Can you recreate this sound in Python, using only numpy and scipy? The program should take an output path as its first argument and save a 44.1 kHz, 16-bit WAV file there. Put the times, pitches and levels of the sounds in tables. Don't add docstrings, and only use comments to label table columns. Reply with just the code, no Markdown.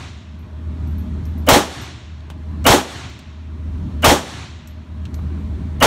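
import sys
import numpy as np
from scipy import signal
from scipy.fft import rfft, irfft
from scipy.io import wavfile
from scipy.ndimage import uniform_filter1d

SR = 44100
rng = np.random.default_rng(int(sys.argv[2]) if len(sys.argv) > 2 else 0)


def volts_from_decibels(level):
    exponent = np.asarray(level, float) / 20
    return 10 ** exponent


def file_out(sig):
    cols = np.atleast_2d(sig).T
    lim = np.clip(cols, -1, 1)
    pcm = np.round(lim * 32767).astype(np.int16)
    wavfile.write(sys.argv[1], SR, pcm)


N = 258422


def read(points, at):
    return np.interp(at, *np.transpose(points), left=-120, right=-120)


def colour(points, hz):
    point_hz, value = np.transpose(points)
    return np.interp(np.log(hz + 1), np.log(point_hz + 1), value)


def evened(x):
    return x / np.sqrt(np.mean(x ** 2) + 1e-20)


def add(mix, s, sound):
    at = round(s * SR)
    part = mix[max(at, 0):][:len(sound) + min(at, 0)]
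    part += sound[max(-at, 0):][:len(part)]


def resonate(x, hz, width):
    turn = np.exp(2j * np.pi * np.cumsum(hz * np.ones(len(x))) / SR)
    r = np.exp(-np.pi * width / SR)
    return 2 * (turn * signal.lfilter([1 - r], [1, -r], x / turn + 1e-18)).real


def resonate_twice(x, hz, width):
    return resonate(resonate(x, hz, width), hz, width)


def hiss(count, spectrum, change_db, size=512, patchy_db=1.5):
    hop = size // 4
    t = np.arange(count // hop + 5) * hop / SR
    hz = np.fft.rfftfreq(size, 1 / SR)[:, None]
    real, imaginary, patches = rng.standard_normal((len(t), len(hz), 3)).T
    patches = uniform_filter1d(patches, size=5, axis=0)
    patches = evened(uniform_filter1d(patches, size=8, axis=1))
    z = (real + 1j * imaginary) * volts_from_decibels(colour(spectrum, hz) + patchy_db * patches)
    both = np.array([z, z * volts_from_decibels(change_db(t, hz))])
    plain, shaped = signal.istft(both, nperseg=size, noverlap=size - hop)[1]
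    return shaped[:count] / plain.std()


def echo(curve, spectrum, fade, from_s, size):
    t = np.arange(2 * SR) / SR

    def fade_db(s, hz):
        return -colour(fade, hz) * np.clip(s - from_s, -.2, .5)

    return hiss(len(t), spectrum, fade_db, size=size) * volts_from_decibels(read(curve, t))


# after_shot_s, level_db
ROAR_CURVE = [(0, -10), (.025, -11), (.035, -12), (.05, -8.5), (.085, -12), (.15, -25.5), (.2, -37.5),
              (.24, -48), (.4, -68)]
# freq_hz, level_db_per_hz
ROAR_COLOUR = [(71, -54), (120, -9), (417, -5.5), (567, 2), (628, -8), (819, -2.5), (1450, -10),
               (1820, -11), (2320, -13), (3220, -11), (3950, -14.5), (6330, -17), (12700, -26.5),
               (15900, -32.5)]
# freq_hz, loss_db_per_s
ROAR_FADE = [(60, 46), (250, -41), (700, 0), (2500, 50.5), (7000, 22), (13000, 62.5)]


def roar():
    return echo(ROAR_CURVE, ROAR_COLOUR, ROAR_FADE, 0.042, size=512)


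# after_shot_s, level_db
LANE_CURVE = [(.1, -29), (.205, -36.5), (.235, -35), (.31, -36), (.4, -38.5), (.5, -45.5), (.7, -54),
              (1, -65.5), (1.5, -87.5)]
# freq_hz, level_db_per_hz
LANE_COLOUR = [(88, -37), (150, -11.5), (197, -5.5), (226, 2.5), (321, 4.5), (493, -28), (588, -7),
               (757, -7), (3750, -8.5), (7130, -18.5), (10500, -37), (12600, -50), (15900, -62.5)]
# freq_hz, loss_db_per_s
LANE_FADE = [(300, -1), (800, 20.5), (2500, -5), (7000, 10.5), (13000, 87)]


def lane_return():
    return echo(LANE_CURVE, LANE_COLOUR, LANE_FADE, 0.46, size=512)


def boom():
    start_s, rise_s, t60_s = 0.27, 0.031, 1
    t = np.arange(2 * SR) / SR - start_s
    ring = evened(resonate_twice(rng.standard_normal(len(t)), 113, 28))
    return ring * np.clip(t / rise_s, 0, 1) * volts_from_decibels(-30.5 - 60 * np.maximum(t, 0) / t60_s)


def answer():
    return roar() + lane_return() + boom()


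def since_shot(t):
    times = np.array([EARLIER_S] + [row[0] for row in SHOTS])
    return t - times[np.searchsorted(times, t, "right") - 1]


def grip(t):
    wait_s, clamp_s, hold_s, release_s = 0.076, 0.067, 0.47, 0.56
    s = since_shot(t) - wait_s
    left = (clamp_s + hold_s + release_s - s) / release_s
    return np.clip(np.minimum(s / clamp_s, left), 0, 1)


# freq_hz, change_db
GRIP_DEPTH = [(30, -25), (80, -10.5), (300, -15), (500, -9.5), (1000, -4.5), (3000, -7.5), (8000, -9.5),
              (14000, -10)]


def air_change(s, hz):
    return colour(GRIP_DEPTH, hz) * grip(s)


# centre_s, depth_db, half_length_s
LULLS = [(0.23, -19, .03), (0.457, -19, 0.012), (1.4, 1, 0.015), (1.756, -14, 0.022), (2, -20, 0.026),
         (3.02, -8, .02), (3.2, -6.5, 0.056), (3.894, -10, 0.039), (4.253, -11, 0.023), (4.473, -20, 0.026),
         (4.622, -10, 0.025), (4.86, -14, 0.031), (5.087, -12, 0.029), (5.594, -16, 0.013),
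         (5.813, -8, 0.017)]


def fan():
    blade_hz, level_db, grip_db = 77.86, -23.5, -11.5
    blur_hz, blur_db = 12, -15
    t = np.arange(N) / SR
    slow = signal.butter(2, 14, fs=SR, output="sos")
    wander = evened(signal.sosfilt(slow, rng.standard_normal(N)))
    tone = np.sqrt(2) * np.sin(2 * np.pi * blade_hz * t + 0.37 * wander)
    blur = evened(resonate_twice(rng.standard_normal(N), blade_hz, blur_hz))
    lull_db = sum(db * np.exp(-((t - s) / half) ** 2) for s, db, half in LULLS)
    return volts_from_decibels(level_db + grip_db * grip(t) + lull_db) * (tone + volts_from_decibels(blur_db) * blur)


# freq_hz, level_db_per_hz
AIR_COLOUR = [(15, -45.5), (25, -23), (43, -10.5), (64, -9), (82, -7), (107, -12), (235, -11.5),
              (528, -38.5), (605, -42), (751, -39), (1010, -38.5), (2820, -49), (3790, -50), (12100, -70),
              (15900, -81.5)]
# pitch_hz, width_hz, level_db
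DUCT = [(620, 18, -50.5), (990, 64, -57.5)]


def ventilation():
    air = hiss(N, AIR_COLOUR, air_change, size=2048, patchy_db=1.6)
    whistles = sum(volts_from_decibels(db) * evened(resonate(rng.standard_normal(N), hz, w)) for hz, w, db in DUCT)
    whistles = whistles * volts_from_decibels(-3.0 - 6.3 * grip(np.arange(N) / SR))
    both = volts_from_decibels(-30 + 2.0) * air + whistles + fan()
    return signal.sosfiltfilt(signal.butter(3, 38, "high", fs=SR, output="sos"), both)


def tick(hz, width, t60):
    t = np.arange(SR // 3) / SR
    blow = resonate_twice(1. * (t == 0), hz, width)
    scatter = evened(resonate_twice(rng.standard_normal(len(t)), hz, width))
    decay = volts_from_decibels(-6.0 - 60 * t / 0.0095) + volts_from_decibels(-8 - 60 * t / t60) + volts_from_decibels(-45 - 60 * t / .3)
    return 0.96 * blow / abs(blow).max() + scatter * decay


def tube_ring(db, hz, t60):
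    t = np.arange(SR // 3) / SR
    tube = np.sin(2 * np.pi * hz * t) + .4 * np.sin(2 * np.pi * (hz + 85) * t)
    lower = 0.3 * np.sin(2 * np.pi * .46 * hz * t) * volts_from_decibels(-60 * t / .1)
    ring = volts_from_decibels(db - 60 * t / t60) * (tube + lower) * np.minimum(t / 0.00092, 1)
    fuzz = evened(resonate(rng.standard_normal(len(t)), hz, 140))
    return ring + volts_from_decibels(db - 9.5 - 60 * t / (2 * t60)) * fuzz


# start_s, level_db, centre_hz, width_hz, scatter_t60_s
TICKS = [(.392, -54, 13500, 6000, .05), (.8725, -52, 7000, 9000, .05), (.983, -56, 11000, 8000, .04),
         (1.254, -44, 5660, 2000, .05), (1.2545, -46, 10000, 8000, .04), (1.379, -50, 8000, 9000, .05),
         (2.206, -45, 3300, 1470, .04), (2.3005, -30, 800, 700, .08), (2.3017, -32, 2800, 1970, 0.09),
         (2.3008, -41.5, 8500, 6000, 0.072), (3.097, -52, 14000, 4000, .03),
         (3.1905, -35, 4480, 4000, 0.055), (3.1905, -58, 12000, 6000, 0.046), (4.675, -47, 5700, 800, .06),
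         (4.674, -44, 7550, 2500, 0.079), (4.674, -44, 13500, 5000, .04), (5.054, -32.5, 3150, 2500, 0.055),
         (5.057, -54, 5560, 2500, 0.087), (5.1429, -34, 5000, 3940, 0.052), (5.144, -48, 1900, 900, .04),
         (5.1433, -57, 13000, 6000, .04), (5.1897, -49, 2310, 1500, .04)]
# start_s, level_db, centre_hz, width_hz, scatter_t60_s
KNOCK = (5.1897, -32, 1030, 450, .04)
# start_s, level_db, pitch_hz, t60_s
RINGS = [(.393, -64, 12250, .2), (.873, -57, 12250, .25), (0.982, -48, 12260, 0.13),
         (1.255, -56, 12250, .2), (1.379, -52, 12280, 0.15), (1.816, -44, 12250, 0.093),
         (2.5, -72, 12300, .1), (3.1, -66, 11800, .1), (4.674, -49.5, 11780, 0.11), (5.058, -70, 11700, .1),
         (5.144, -50, 11700, 0.14), (5.385, -69, 11750, .12)]


def cases():
    out = np.zeros(N)
    for s, db, hz, width, t60 in [*TICKS, KNOCK]:
        add(out, s, volts_from_decibels(db) * tick(hz, width, t60))
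    for s, db, hz, t60 in RINGS:
        add(out, s, tube_ring(db, hz, t60))
    return out


CHOKE_S = .022
# pitch_hz, width_hz, level_db
CHOKED = [(269.5, 110, -14), (617, 260, -2.5), (1242, 1300, -3.5), (2160, 1100, -9.5), (2856, 300, -7.5)]


def choke(rise_db, low_db):
    t = np.arange(round(1.5 * CHOKE_S * SR)) / SR
    u = t / CHOKE_S
    noise = rng.standard_normal(len(t))
    throb_db = 4.5 * np.cos(2 * np.pi * 340 * t) * np.clip(1.2 - u, 0, 1)
    flutter = volts_from_decibels(-33.5 - 4.8 * u + throb_db) * evened(signal.lfilter([1], [1, -.4], noise))
    ring = 0
    for hz, width, db in CHOKED:
        free = .7 if hz > 2500 else .95
        held_db = 36 * np.clip(1 - u / free, 0, 1) ** 1.7
        mode_db = db + low_db * (hz < 800) - held_db
        ring = ring + volts_from_decibels(mode_db) * evened(resonate_twice(noise, hz, width))
    dull = signal.sosfiltfilt(signal.butter(6, 3400, fs=SR, output="sos"), ring)
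    return (flutter + volts_from_decibels(rise_db - 11.5) * dull) * np.clip((1.5 - u) / .4, 0, 1)


# after_shot_s, pitch_hz, level_db, half_length_s
FLARES = [
    (0, 530, -11, 0.0058),
    (0.00036, 264, -15, 0.005),
    (0.0233, 750, -13.5, 0.016),
    (0.06, 825, -18, 0.043),
    (0.0805, 455, -21.5, 0.0083),
    (.02, 560, -16.5, 0.016),
    (.045, 390, -21.5, 0.018),
    (0.083, 290, -15, 0.013),
    (0.093, 368, -18.5, 0.024),
    (0.0026, 10000, -33, 0.0084),
]


def flares():
    t = np.arange(SR // 5) / SR - CHOKE_S
    out = np.zeros(len(t))
    for s, hz, db, half in FLARES:
        out += volts_from_decibels(db) * np.sin(2 * np.pi * (hz * t + rng.random())) * np.exp(-((t - s) / half) ** 2)
    return out


def thump():
    t = np.arange(SR // 10) / SR
    swing = np.sin(2 * np.pi * 95 * (t - .0365)) * np.exp(-((t - .037) / 0.0048) ** 2)
    heave = np.sin(2 * np.pi * 40 * (t - .03)) * np.exp(-((t - .038) / 0.03) ** 2)
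    return volts_from_decibels(-6.5) * swing + volts_from_decibels(-24.0) * heave


def crack(db):
    t = np.arange(SR // 40) / SR
    bright = evened(np.diff(rng.standard_normal(len(t) + 1)))
    return volts_from_decibels(db - 60 * t / 0.068) * np.minimum(t / 0.00116, 1) * bright


EARLIER_S = -0.34
# start_s, level_db, crack_db, housing_rise_db, low_ring_db
SHOTS = [
    (1.488, 2, -7, -1.5, 4.5),
    (2.665, 2, -10, -0.5, -1.5),
    (4.044, 1.5, -14, 0.5, -4),
    (5.825, 1.5, -15.5, 1.5, -3.5),
]
# freq_hz, share_0_to_1
LIKENESS = [(100, .9), (700, .97), (2500, .88), (6500, .6), (12000, .3)]


def shots():
    out = np.zeros(N)
    common = rfft(answer())
    swells = flares()
    same = np.clip(colour(LIKENESS, np.arange(SR + 1) / 2), 0, 1)
    add(out, EARLIER_S, irfft(common))
    for s, db, crack_db, rise_db, low_db in SHOTS:
        mixed = irfft(same * common + np.sqrt(1 - same ** 2) * rfft(answer()))
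        add(out, s - CHOKE_S, choke(rise_db, low_db))
        add(out, s - CHOKE_S, volts_from_decibels(db) * swells)
        add(out, s, volts_from_decibels(db) * mixed[:3 * SR // 2])
        add(out, s, volts_from_decibels(db) * thump())
        add(out, s, crack(crack_db))
    return out


def scene():
    return (shots() + ventilation() + cases())[None]


def top_cut(x):
    return signal.sosfilt(signal.butter(12, 16020, fs=SR, output="sos"), x)


# freq_hz, width_hz, level_db
NOTCHES = [(4900, 480, -6.5), (10600, 780, -6.5)]


def record(dry):
    x = dry[0]
    for hz, width, db in NOTCHES:
        x = x - (1 - volts_from_decibels(db)) * resonate(x, hz, width)
    x = signal.sosfilt(signal.butter(2, 28, "high", fs=SR, output="sos"), x)
    bent = x / (1 + abs(x) ** 6) ** (1 / 6)
    band_limit = signal.firwin(1023, 15790, window=("kaiser", 5), fs=SR)
    edged = signal.oaconvolve(bent, band_limit, "same")
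    finished = np.clip(edged, -1, 1)[None]
    return top_cut(finished)


dry = scene()
out = record(dry)
file_out(out)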